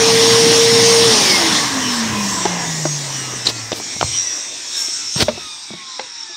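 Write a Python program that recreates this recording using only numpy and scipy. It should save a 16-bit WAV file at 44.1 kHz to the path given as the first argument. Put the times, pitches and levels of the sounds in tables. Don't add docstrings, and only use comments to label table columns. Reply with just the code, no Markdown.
import sys
import numpy as np
from scipy import signal
from scipy.fft import rfft, irfft, next_fast_len
from scipy.io import wavfile
from scipy.ndimage import uniform_filter1d, map_coordinates

SR = 44100
rng = np.random.default_rng(int(sys.argv[2]) if len(sys.argv) > 2 else 0)


def ratio_of_db(decibels):
    return 10 ** (np.asarray(decibels, float) / 20)


def wrap_up_sound(samples):
    columns = np.atleast_2d(samples).T
    tamed = np.clip(columns, -1, 1)
    steps = np.round(tamed * 32767).astype(np.int16)
    wavfile.write(sys.argv[1], SR, steps)


N = 280476
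TIME = np.arange(N) / SR
FULL_HZ = 461.8


def unit(x):
    return x / np.sqrt(np.mean(x ** 2) + 1e-20)


def along(points, hz):
    f, v = np.transpose(points)
    return np.interp(np.log(hz + 1), np.log(f + 1), v)


def curve(rows):
    s, value = np.transpose(rows)
    return np.interp(TIME, s, value)


def flicker(count, rate):
    knots = rng.standard_normal(int(count * rate / SR) + 4)
    return map_coordinates(knots, [np.arange(count) * rate / SR])


def wobble(rate):
    return flicker(N, rate)


def swell(s, half):
    return np.exp(-((TIME - s) / half) ** 2)


def coloured(x, spectrum):
    m = next_fast_len(N + 8192)
    gain = ratio_of_db(along(spectrum, np.fft.rfftfreq(m, 1 / SR)))
    return unit(irfft(rfft(x, m) * gain, m)[:N])


def narrow(x, hz, width):
    return coloured(x, [(hz - 3 * width, -50), (hz - width / 2, -3), (hz, 0),
                        (hz + width / 2, -3), (hz + 3 * width, -50)])


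def patchy(depth_db, x=None):
    z = signal.stft(rng.standard_normal(N) if x is None else x, nperseg=512)[2]
    field = uniform_filter1d(rng.standard_normal(z.shape), size=6, axis=0)
    field = uniform_filter1d(field, size=12, axis=1)
    return signal.istft(z * ratio_of_db(depth_db * unit(field)), nperseg=512)[1][:N]


def resonant(modes, valley_db, hz):
    grid = np.geomspace(hz.min(), hz.max() + 1, num=2000)
    power = ratio_of_db(2 * valley_db)
    for centre, width, db in modes:
        power = power + ratio_of_db(2 * db) / (1 + (2 * (grid - centre) / width) ** 2) ** 2
    return np.interp(hz, grid, np.sqrt(power))


# [t/s, 0 blowing, 1 tipped, 2 facing the microphone, 3 set down]
POSTURE = [
    (0, 0),
    (1.5, 0),
    (2.3, 1),
    (3.7, 1),
    (3.95, 2),
    (5.2, 2),
    (5.27, 3),
    (6.36, 3),
]


def held():
    return curve(POSTURE)


def shaft_speed():
    start_hz, settle_s, coast_s = 452.9, .3, 1.0767
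    fan_drag, shift_hz, friction_hz = .0022604, 5.856, 85.49
    powered = FULL_HZ - (FULL_HZ - start_hz) * np.exp(-TIME / settle_s)
    left = np.arctan((FULL_HZ - shift_hz) / friction_hz)
    left = left - fan_drag * friction_hz * np.clip(TIME - coast_s, 0, None)
    coasting = shift_hz + friction_hz * np.tan(left)
    return uniform_filter1d(np.minimum(powered, coasting), size=3000)


TONE_ORDERS = (12, 22, 44, 66)
# [level/dB at full speed, loss/dB per tenfold slower shaft, top f/Hz let through]
TONE_LEVELS = [(-35, 28, 9000), (-47, 6, 7000), (-44, 11, 7900), (-44, 12, 7300)]
# [f/Hz, width/Hz, level/dB]
CASING = [(7500, 300, -4), (6600, 250, 1), (5900, 250, 1), (5520, 150, 0), (5150, 200, -2), (4300, 300, -2),
          (3650, 250, -1), (2950, 200, -1), (2550, 250, 0), (2050, 300, 1), (1650, 200, -2), (1300, 120, 0),
          (1050, 120, 0)]


def whistles(speed, angle, slower, near_db, powered):
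    loaded_db, set_down_db, valley_db = 8, -6, -9
    follow = 0.3
    moved_db = follow * (near_db - near_db[0] / 2 - near_db.mean() / 2)
    resting = TIME > POSTURE[-2][0]
    out = np.zeros(N)
    for order, (db, loss_db, top_hz) in zip(TONE_ORDERS, TONE_LEVELS):
        hz = order * speed
        level_db = db + loaded_db * powered + loss_db * slower + moved_db + 4.0 * wobble(15)
        level_db = level_db + set_down_db * (order > 22) * resting
        gain = ratio_of_db(level_db) * resonant(CASING, valley_db, hz) / (1 + (hz / top_hz) ** 24)
        out += np.sqrt(2) * gain * np.sin(order * angle + .3 * wobble(40))
    return out


# [f/Hz, width/Hz, level/dB rms]
BODY = [(469.7, 52, -12.5), (374, 21, -24.5), (330, 29, -21), (294, 22, -28.5), (264, 14, -22),
        (244, 14, -24.5), (228.4, 18, -21), (205.7, 19, -22.5), (176.2, 11, -25.5), (162.6, 3.9, -26.5),
        (150.4, 20, -24.5), (131, 31, -30), (114, 14, -26.5), (91, 7.1, -32)]


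def rotor_hum(speed, angle):
    gain = resonant(BODY, -49, speed) * np.clip(speed / 150, 0, 1) ** 4
    return np.sqrt(2) * gain * np.sin(angle + 0.073 * wobble(29.1))


# [f/Hz, level/dB rms]
MAINS = [(120, -31), (240, -37)]


def field_hum(powered):
    out = np.zeros(N)
    for hz, db in MAINS:
        out += np.sqrt(2) * ratio_of_db(db + 1.5 * wobble(8)) * np.sin(2 * np.pi * hz * TIME)
    return powered * out


def brushes(speed, angle):
    bar_db, spread_db, jagged_db = 1, 5, 4.5
    falling = np.maximum.accumulate(speed[::-1])[::-1]
    draw = rng.uniform(-1, 1, (230, 2))
    turn = (angle % (2 * np.pi)).astype(np.float32)
    rattle = np.zeros(N)
    for order, (size, phase) in enumerate(draw[13:], start=13):
        heard = np.searchsorted(-falling, -12000 / order)
        level_db = spread_db * size + bar_db * (order % 22 == 0) - 99 * (order in TONE_ORDERS)
        rattle[heard:] += ratio_of_db(level_db) * np.sin(order * turn[heard:] + np.float32(np.pi * phase))
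    rattle = patchy(jagged_db, rattle)
    return rattle / np.sqrt(np.abs(uniform_filter1d(rattle ** 2, size=8192)) + 1e-9)


def drive(depth_db, rattle, speed):
    share = .45 * (1 - speed / speed.max()) ** 3
    return np.sqrt(share) * rattle + np.sqrt(1 - share) * unit(patchy(depth_db))


RUMBLE_LAW, DUCT_LAW, HISS_LAW = (-23.5, 32.3), (-20, 24.5), (-18.5, 9.7)
RUMBLE_TURN, DUCT_TURN, HISS_TURN = (0.41, -1.4, -0.018, -0.56), (0.45, -0.5, -6, -1), (3.8, 8.2, 3.7, 7)


def noise_levels(slower):
    levels = []
    for (full_db, loss_db), turn_db in ((RUMBLE_LAW, RUMBLE_TURN), (DUCT_LAW, DUCT_TURN), (HISS_LAW, HISS_TURN)):
        levels.append(full_db + loss_db * slower + np.interp(held(), range(len(turn_db)), turn_db))
    return levels


# [f/Hz, level/dB per Hz]
RUMBLE = [(59, -82), (100, -9), (166, -1.5), (291, -0.5), (409, -12), (450, -2.5), (580, -71), (990, -120)]
RUMBLE_SLOW = [(59, -60), (100, -4), (140, -27), (200, -5), (300, 6), (450, -2.5), (580, -25), (990, -120)]


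def air_rumble(slow):
    swirl = patchy(2.0)
    return np.sqrt(1 - slow ** 3) * coloured(swirl, RUMBLE) + np.sqrt(slow ** 3) * coloured(swirl, RUMBLE_SLOW)


# [f/Hz, level/dB per Hz]
DUCT = [(280, -22), (480, -8.5), (494, -10.5), (544, -10), (736, -8.5), (817, -8.5), (1060, -7),
        (1370, -14.5), (1980, -8), (2420, -14), (2800, -13.5), (3640, -16), (6160, -120)]
DUCT_SLOW = [(280, -68), (480, -23), (620, -29), (811, -14), (1040, -13), (1360, -14), (2430, -10),
             (2800, -14), (3640, -46), (6160, -120)]


def duct_air(rattle, speed):
    stalled = np.clip(1 - speed / 110, 0, .6) / .6
    air = drive(2.0, rattle, speed)
    return np.sqrt(1 - stalled) * coloured(air, DUCT) + np.sqrt(stalled) * coloured(air, DUCT_SLOW)


# [f/Hz, level/dB per Hz]
BLOWING = [(1530, -27), (2600, -9), (3510, -2.5), (4840, -1.5), (5500, 2), (6980, -6), (7720, -15.5),
           (8340, -9.5), (8870, -7.5), (9800, -16.5), (12700, -36), (21600, -120)]
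TURNED = [(1530, -55), (2600, -58), (2950, -10), (3340, -3.5), (3920, 4.5), (4660, 4), (5690, 12),
          (8340, 2.5), (9800, -28), (12700, -60), (21600, -120)]
COASTING = [(1530, -28), (2600, -8), (2830, -12), (3670, -4.5), (4580, -7.5), (5410, 0), (5660, 0.5),
            (6430, -1.5), (8340, -9.5), (9800, -38), (12700, -64), (21600, -120)]
RESTING = [(1530, -38), (2600, -20), (3190, -16), (3300, -11), (3710, -3), (4190, -11.5), (5500, -5.5),
           (6390, -11), (8670, -20.5), (9800, -44), (12700, -79), (21600, -120)]
# [f/Hz, width/Hz, level/dB against the housing]
HOLDERS = [
    (5600, 200, -17),
    (8300, 240, -21),
    (11230, 200, -36),
]
QUIET_DB = (6, -28, -16)


def housing_ring(shell, slow):
    out = np.zeros(N)
    for k, spectrum in enumerate((BLOWING, TURNED, COASTING, RESTING)):
        out += np.sqrt(np.clip(1 - abs(held() - k), 0, 1)) * coloured(shell, spectrum)
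    out /= np.sqrt(uniform_filter1d(out ** 2, size=16384))
    quiet = np.clip((TIME - 5.85) / .15, 0, 1)
    for (hz, width, db), loss_db in zip(HOLDERS, QUIET_DB):
        out += slow * ratio_of_db(db + loss_db * quiet) * narrow(shell, hz, width)
    return out


# [f/Hz, level/dB per Hz]
HISS_FAST = [(5470, -6), (9300, -13), (10700, -12), (15500, -14)]
HISS_SLOW = [(5470, -30), (9300, 7.5), (10000, -12), (11000, 3), (11600, -8), (11900, -6), (14200, -7),
             (15500, -4)]


def leak_hiss(slow):
    return (np.sqrt(1 - slow) * coloured(patchy(1.2), HISS_FAST)
            + np.sqrt(slow) * coloured(patchy(1.3), HISS_SLOW))


DRAUGHT_DB = (-37.5, -44, -58.5, -62.5)
# [t/s, level/dB, rise/dB per s, fall/dB per s]
PUFFS = [
    (2.14, -28.5, 58, 54),
    (2.7, -56, 52, 35),
    (4.06, -29, 111, 190),
    (5.24, -46, 260, 240),
]
# [f/Hz, level/dB per Hz]
GUST = [(20, -60), (40, -25), (65, -4), (95, -1), (130, 7), (200, -62)]


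def draught():
    gain = ratio_of_db(np.interp(held(), range(len(DRAUGHT_DB)), DRAUGHT_DB))
    for s, db, before_db, after_db in PUFFS:
        gain += ratio_of_db(db - np.where(TIME < s, before_db, after_db) * abs(TIME - s))
    return gain * ratio_of_db(-2.5) * coloured(patchy(2.5), GUST)


# [t/s, level/dB peak, f/Hz, t60/s]
THUDS = [
    (1.11, -19.5, 228.7, 0.49),
    (1.301, -23, 202, 0.34),
    (2.8537, -7, 324, 0.037),
    (4.02, -17, 129, 0.062),
    (4.041, -8.5, 102, 0.042),
    (5.162, -15, 119, 0.043),
    (5.224, -2, 97, 0.029),
    (5.708, -24.5, 208, 0.088),
    (5.739, -29, 174, 0.12),
]


def thuds():
    out, t = np.zeros(N + SR), np.arange(SR // 4) / SR
    for s, db, hz, t60 in THUDS:
        fade = ratio_of_db(db - 60 * t / t60) * (1 - np.exp(-t / 0.0015))
        out[round(s * SR):][:len(t)] += fade * np.sin(2 * np.pi * hz * t)
    return out[:N]


# [t/s, order,
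# level/dB rms, half length/s]
SWELLS = [(1.19, 2, -29, .06), (1.25, 6, -28, .07), (1.26, 12, -32, .03), (1.35, 6, -21, .04),
          (1.83, 22, -33, .04), (1.66, 6, -34, .09), (1.85, 12, -36, .04), (1.91, 22, -30, .05),
          (2.0, 22, -31, .035), (2.19, 12, -33, .05), (2.42, 44, -35, .05), (2.62, 44, -38, .04),
          (2.67, 22, -37, .05), (2.91, 44, -30, .07), (3.21, 22, -38, .12), (3.19, 44, -30, .07),
          (3.22, 66, -42, .06), (3.38, 66, -40, .05), (3.44, 44, -31, .05), (3.5, 22, -41, .09),
          (3.57, 66, -42, .05), (3.68, 44, -44, .08), (3.78, 22, -45, .12), (3.87, 66, -36, .04),
          (3.88, 44, -46, .08), (3.97, 22, -40, .07), (4.04, 66, -39, .04), (4.04, 44, -38, .04),
          (4.1, 88, -36, .07), (4.26, 22, -43, .08), (4.31, 66, -26, .07), (4.41, 44, -44, .04),
          (4.53, 44, -39, .06), (4.58, 66, -40, .1), (4.72, 44, -42, .09), (4.8, 22, -43, .06),
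          (4.99, 22, -46, .06), (5.17, 132, -33, .05), (5.36, 44, -43, .08), (5.48, 22, -48, .08),
          (5.52, 44, -45, .05), (5.51, 66, -39, .07), (5.72, 66, -43, .04), (5.57, 154, -48, .1),
          (5.73, 44, -46, .07), (5.9, 22, -42, .12), (5.92, 176, -57, .07), (6.21, 132, -37, .06),
          (6.22, 22, -49, .18), (6.32, 44, -43, .07),
          (1.5, 6, -38, .12), (2.33, 6, -39, .15), (2.52, 12, -39, .07), (2.66, 34, -35, .04),
                (2.72, 12, -41, .14), (3.06, 62, -43, .07), (3.2, 14, -40, .09), (3.28, 10, -40, .11),
                (3.56, 12, -48, .2), (3.6, 18, -46, .09), (4.14, 18, -53, .3), (4.21, 56, -42, .2),
                (4.23, 62, -30, .06), (4.3, 30, -43, .09), (4.58, 30, -57, .15), (4.74, 12, -58, .3),
                (4.77, 48, -43, .12), (4.82, 30, -46, .08), (4.85, 18, -50, .1), (4.88, 76, -32, .08),
                (4.88, 16, -57, .25), (4.94, 10, -55, .09), (4.97, 14, -53, .14), (5.02, 20, -50, .09),
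                (5.41, 78, -55, .3), (5.41, 16, -58, .15), (5.48, 18, -59, .2), (5.59, 17, -59, .3),
                (5.65, 16, -59, .3), (5.74, 30, -61, .3), (5.32, 66, -43, .04), (2.82, 54, -44, .06),
                (1.3, 12, -28, .07), (5.86, 18, -58, .19), (5.86, 27, -59, .19), (6.2, 40, -61, .2),
                (2.49, 22, -41, .03), (4.21, 44, -42, .06), (4.32, 88, -42, .05), (4.76, 110, -43, .04),
                (5.54, 110, -45, .04), (5.6, 88, -45, .04), (5.84, 110, -45, .04), (2.78, 44, -40, .03),
                (4.12, 44, -43, .1), (5.175, 88, -27, .022), (1.85, 12, -36, .05)]


def panel_swells(angle):
    out, shake = np.zeros(N), .3 * wobble(70)
    for s, order, db, half in SWELLS:
        near = slice(round((s - 3 * half) * SR), round((s + 3 * half) * SR))
        t = TIME[near]
        gain = ratio_of_db(db) * np.exp(-((t - s) / half) ** 2) * ratio_of_db(2 * flicker(len(t), 35))
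        out[near] += np.sqrt(2) * gain * np.sin(order * angle[near] + shake[near])
    return out


# [t/s, half length/s, rise of low
# air, housing, and hiss on top of housing: level/dB]
SWISHES = [(1.494, 0.24, 3, -1, 2), (1.793, 0.2, 0.5, -4.5, 1.5), (1.926, 0.14, 0, 4, 2),
           (2.185, 0.12, 1, 0.1, 5.5), (2.516, 0.19, 4, -2, 0), (3.272, 0.29, 2, -1.5, 1.5),
           (3.467, 0.013, 2, 8.5, -8), (3.777, 0.028, -9, -1.5, 14), (4.215, 0.24, 2, 0, 1.5),
           (4.807, 0.053, 2, 0, 11), (5.2, 0.027, -6, -1, -4), (5.555, 0.15, -3, 0.5, -1),
           (5.764, .06, 1.5, -2, 1), (6.152, 0.25, 2, 0.5, -22), (5.872, 0.17, -1.5, -0.5, -6),
           (5.49, .04, 1, 0, -1), (6.13, 0.037, -1, -2, 7), (6.025, 0.027, 2.5, -1.5, 3),
           (5.607, .08, -0.5, 0, -3), (6.195, .06, -1, 0, -2), (6.24, 0.04, -0.5, 0, 0)]


def swishes():
    air, shell, hiss = np.zeros((3, N))
    for s, half, air_db, low_db, high_db in SWISHES:
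        stroke = swell(s, half)
        air += air_db * stroke
        shell += low_db * stroke
        hiss += (low_db + high_db) * stroke
    return air, shell, hiss


# [t/s, half length/s, f/Hz,
# width/Hz, level/dB rms]
CAVITIES = [(1.7, 0.29, 1100, 110, -32), (2.304, 0.26, 1007, 110, -29.5), (2.6, 0.11, 1690, 200, -33),
            (2.6, 0.13, 846, 248, -31.5), (2.05, 0.27, 2880, 700, -33.5), (1.996, 0.21, 1640, 400, -32),
            (1.565, 0.02, 3800, 400, -24), (2.29, 0.027, 6340, 400, -37), (2.354, 0.075, 7500, 503, -30),
            (2.403, 0.18, 5530, 250, -39), (2.707, .1, 6800, 400, -39), (2.76, 0.17, 5630, 250, -49),
            (3.4716, 0.0034, 4200, 700, -10.5), (3.479, .006, 4140, 500, -19),
            (3.494, 0.0036, 4300, 600, -22), (3.729, 0.0055, 3560, 900, -23.5),
            (3.763, .003, 5700, 600, -31), (3.975, 0.12, 5640, 200, -36), (4.256, 0.16, 5800, 250, -24),
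            (4.496, .3, 610, 160, -48.5), (4.52, 0.16, 3630, 250, -45), (4.75, 0.056, 5500, 250, -30),
            (4.768, .05, 7050, 600, -36), (4.876, 0.077, 5430, 220, -25.5),
            (5.078, 0.044, 5400, 250, -28.5), (5.172, 0.019, 5600, 300, -28),
            (5.956, 0.014, 5300, 500, -36), (6.125, 0.19, 5500, 218, -41)]


def cavities(shell):
    out = np.zeros(N)
    for s, half, hz, width, db in CAVITIES:
        out += ratio_of_db(db) * swell(s, half) * narrow(shell, hz, width)
    return out


# [t/s, level/dB peak, ring f/Hz, t60/s, crack level/dB]
KNOCKS = [(2.4538, 0, 390, 0.022, -5.5), (2.460, -2, 840, 0.026, -30), (2.8531, -3.5, 614, 0.022, -7),
          (3.337, -9, 337, 0.01, -20), (3.7178, -2.5, 487, 0.014, -3), (3.7281, -7.5, 336, 0.017, -8),
          (3.8, -12, 377, 0.013, -20), (3.812, -31, 900, 0.0088, -3), (3.962, -21, 198, 0.031, -22),
          (4.011, -3, 707, 0.017, 2), (4.0284, 17, 930, 0.0034, -26), (4.882, -25, 346, 0.028, -23),
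          (5.16, -13.5, 171, 0.05, -10), (5.283, 1, 594, 0.034, -15), (5.287, -15.5, 229, 0.089, 4),
          (5.376, -23.5, 374, 0.064, -16), (5.704, -21, 350, 0.028, -35), (5.735, -21, 344, 0.035, -35),
          (5.993, -24.5, 519, 0.083, -6), (5.9949, -23.5, 2050, 0.043, -30), (5.994, -16, 840, 0.039, 2.5),
          (6.295, -38, 357, 0.14, -20)]
# [f/Hz, level/dB]
UPPER_RING = [(170, -17), (315, 1), (350, -6), (410, -1.5), (610, -24), (690, -1.5), (840, -14)]
CRACK_HZ = (900, 5660)


def knocks():
    out, t = np.zeros(N + SR), np.arange(SR // 4) / SR
    hollow = signal.butter(2, (250, 1300), "band", fs=SR, output="sos")
    snap = signal.butter(6, CRACK_HZ, "band", fs=SR, output="sos")
    for s, db, hz, t60, crack_db in KNOCKS:
        fade = ratio_of_db(-60 * t / t60) * (1 - np.exp(-t / .0009))
        turn = 2 * np.pi * hz * t
        ring = -np.sin(turn) - ratio_of_db(along(UPPER_RING, hz)) * np.sin(1.89 * turn) + 0.02 * np.sin(0.78 * turn)
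        panels = unit(signal.sosfilt(hollow, rng.standard_normal(len(t))))
        burst = fade * ratio_of_db(-60 * t / 0.04) * rng.standard_normal(len(t))
        crack = ratio_of_db(crack_db + 4.0) * signal.sosfilt(snap, burst)
        out[round(s * SR):][:len(t)] += ratio_of_db(db) * (fade * (ring + 0.29 * panels) + crack)
    return out[:N]


# [t/s, level/dB rms, rise/s, fall/s, low part level/dB]
SCUFFS = [
    (3.458, -20, 0.0026, 0.0072, -24),
    (3.47, -16, .003, 0.0091, -17),
    (3.488, -16.5, 0.0018, 0.0037, -11),
    (3.497, -21.5, 0.0049, 0.011, -7),
    (3.769, -33, 0.031, 0.039, -3.5),
    (5.212, -12.5, 0.013, 0.012, -11.5),
    (5.228, -16.5, 0.0067, 0.0068, -6),
    (5.19, -25.5, 0.027, 0.0093, -7),
]
# [f/Hz, level/dB per Hz]
SCRAPE = [(880, -10.5), (1500, -17), (3030, -5), (3410, -5), (4570, -1), (5290, -3), (5780, -8.5),
          (7740, -21.5), (8450, -14.5), (15500, -74)]
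SCRAPE_LOW = [(100, -24), (250, -7.5), (900, -14.5), (1800, -18), (2500, -30.5)]


def scuffs():
    out = np.zeros(N)
    grit = rng.standard_normal(N) * ratio_of_db(1.4 * wobble(500))
    high, low = coloured(grit, SCRAPE), coloured(grit, SCRAPE_LOW)
    for s, db, rise, fall, low_db in SCUFFS:
        stroke = swell(s, np.where(TIME < s, rise, fall))
        out += ratio_of_db(db) * stroke * (high + ratio_of_db(low_db) * low)
    return out


# [f/Hz, t60/s]
ROOM = [(200, 0.53), (600, 0.23), (1500, 0.034), (8000, 0.32)]


def room(x):
    hz, t, z = signal.stft(rng.standard_normal(SR // 2), SR, nperseg=256)
    tail = signal.istft(z * ratio_of_db(-60 * t / along(ROOM, hz)[:, None]), SR, nperseg=256)[1]
    return signal.fftconvolve(np.pad(x, (200, 0)), tail / np.linalg.norm(tail))[:N]


# [t/s, level/dB]
NEARNESS = [(0, -15), (1.3, -13.5), (1.57, -15.5), (1.66, -17.5), (1.83, -22.5), (2.16, -28), (2.32, -23),
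            (2.62, -25.5), (3.15, -25.5), (3.45, -28.5), (3.82, -32), (4.04, -25), (4.29, -28.5),
            (4.53, -31), (4.87, -25.5), (5.22, -28), (5.245, -32.5), (6.36, -35.5)]


def motor():
    speed = shaft_speed()
    angle = 2 * np.pi * np.cumsum(speed) / SR
    slower = np.log10(speed / FULL_HZ)
    powered = ratio_of_db(-60 * np.clip(TIME - 1.11, 0, None) / .15)
    near_db = curve(NEARNESS)
    slow = np.clip(held() / 2, 0, 1)
    rattle = brushes(speed, angle)
    shell = drive(1.7, rattle, speed)

    tones = whistles(speed, angle, slower, near_db, powered) + rotor_hum(speed, angle) + field_hum(powered)
    tones += panel_swells(angle) + cavities(shell)

    rumble_db, duct_db, hiss_db = noise_levels(slower)
    air_swish, shell_swish, hiss_swish = swishes()
    flutter = 0.33 * wobble(14)
    rumble = ratio_of_db(rumble_db + air_swish + 0.9 * wobble(9.8)) * air_rumble(slow)
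    duct = ratio_of_db(duct_db + 1.38 * air_swish + flutter) * duct_air(rattle, speed)
    housing = ratio_of_db(near_db + shell_swish + 0.5 + flutter) * housing_ring(shell, slow)
    hiss = ratio_of_db(near_db + hiss_db + hiss_swish + 1.1 * wobble(7.7)) * leak_hiss(slow)
    return tones + rumble + duct + housing + hiss


def scene():
    hands = thuds() + knocks() + scuffs()
    mono = motor() + draught() + hands + ratio_of_db(-13.0) * room(hands)
    return np.array([mono, mono])


def band_limit(x):
    return signal.sosfilt(signal.butter(12, 15700, fs=SR, output="sos"), x)


# [t/s, level/dB]
SLIPS = [
    (.545, -4),
    (.945, -15),
    (3.02, -10),
    (5.0, -7),
]


def record(dry):
    x = signal.sosfilt(signal.butter(3, 62, "high", fs=SR, output="sos"), dry)
    x = x / (1 + np.abs(x / 1.05) ** 6) ** (1 / 6)
    bright = signal.butter(14, 4400, "high", fs=SR, output="sos")
    treble = signal.sosfilt(bright, np.roll(x[0], 500))
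    slip = treble * sum(ratio_of_db(db) * swell(s, .013) for s, db in SLIPS)
    top_cut = signal.ellip(10, .1, 60, 15700, fs=SR, output="sos")
    x = signal.sosfiltfilt(top_cut, x + [slip, -slip])
    return band_limit(x)


dry = scene()
out = record(dry)
wrap_up_sound(out)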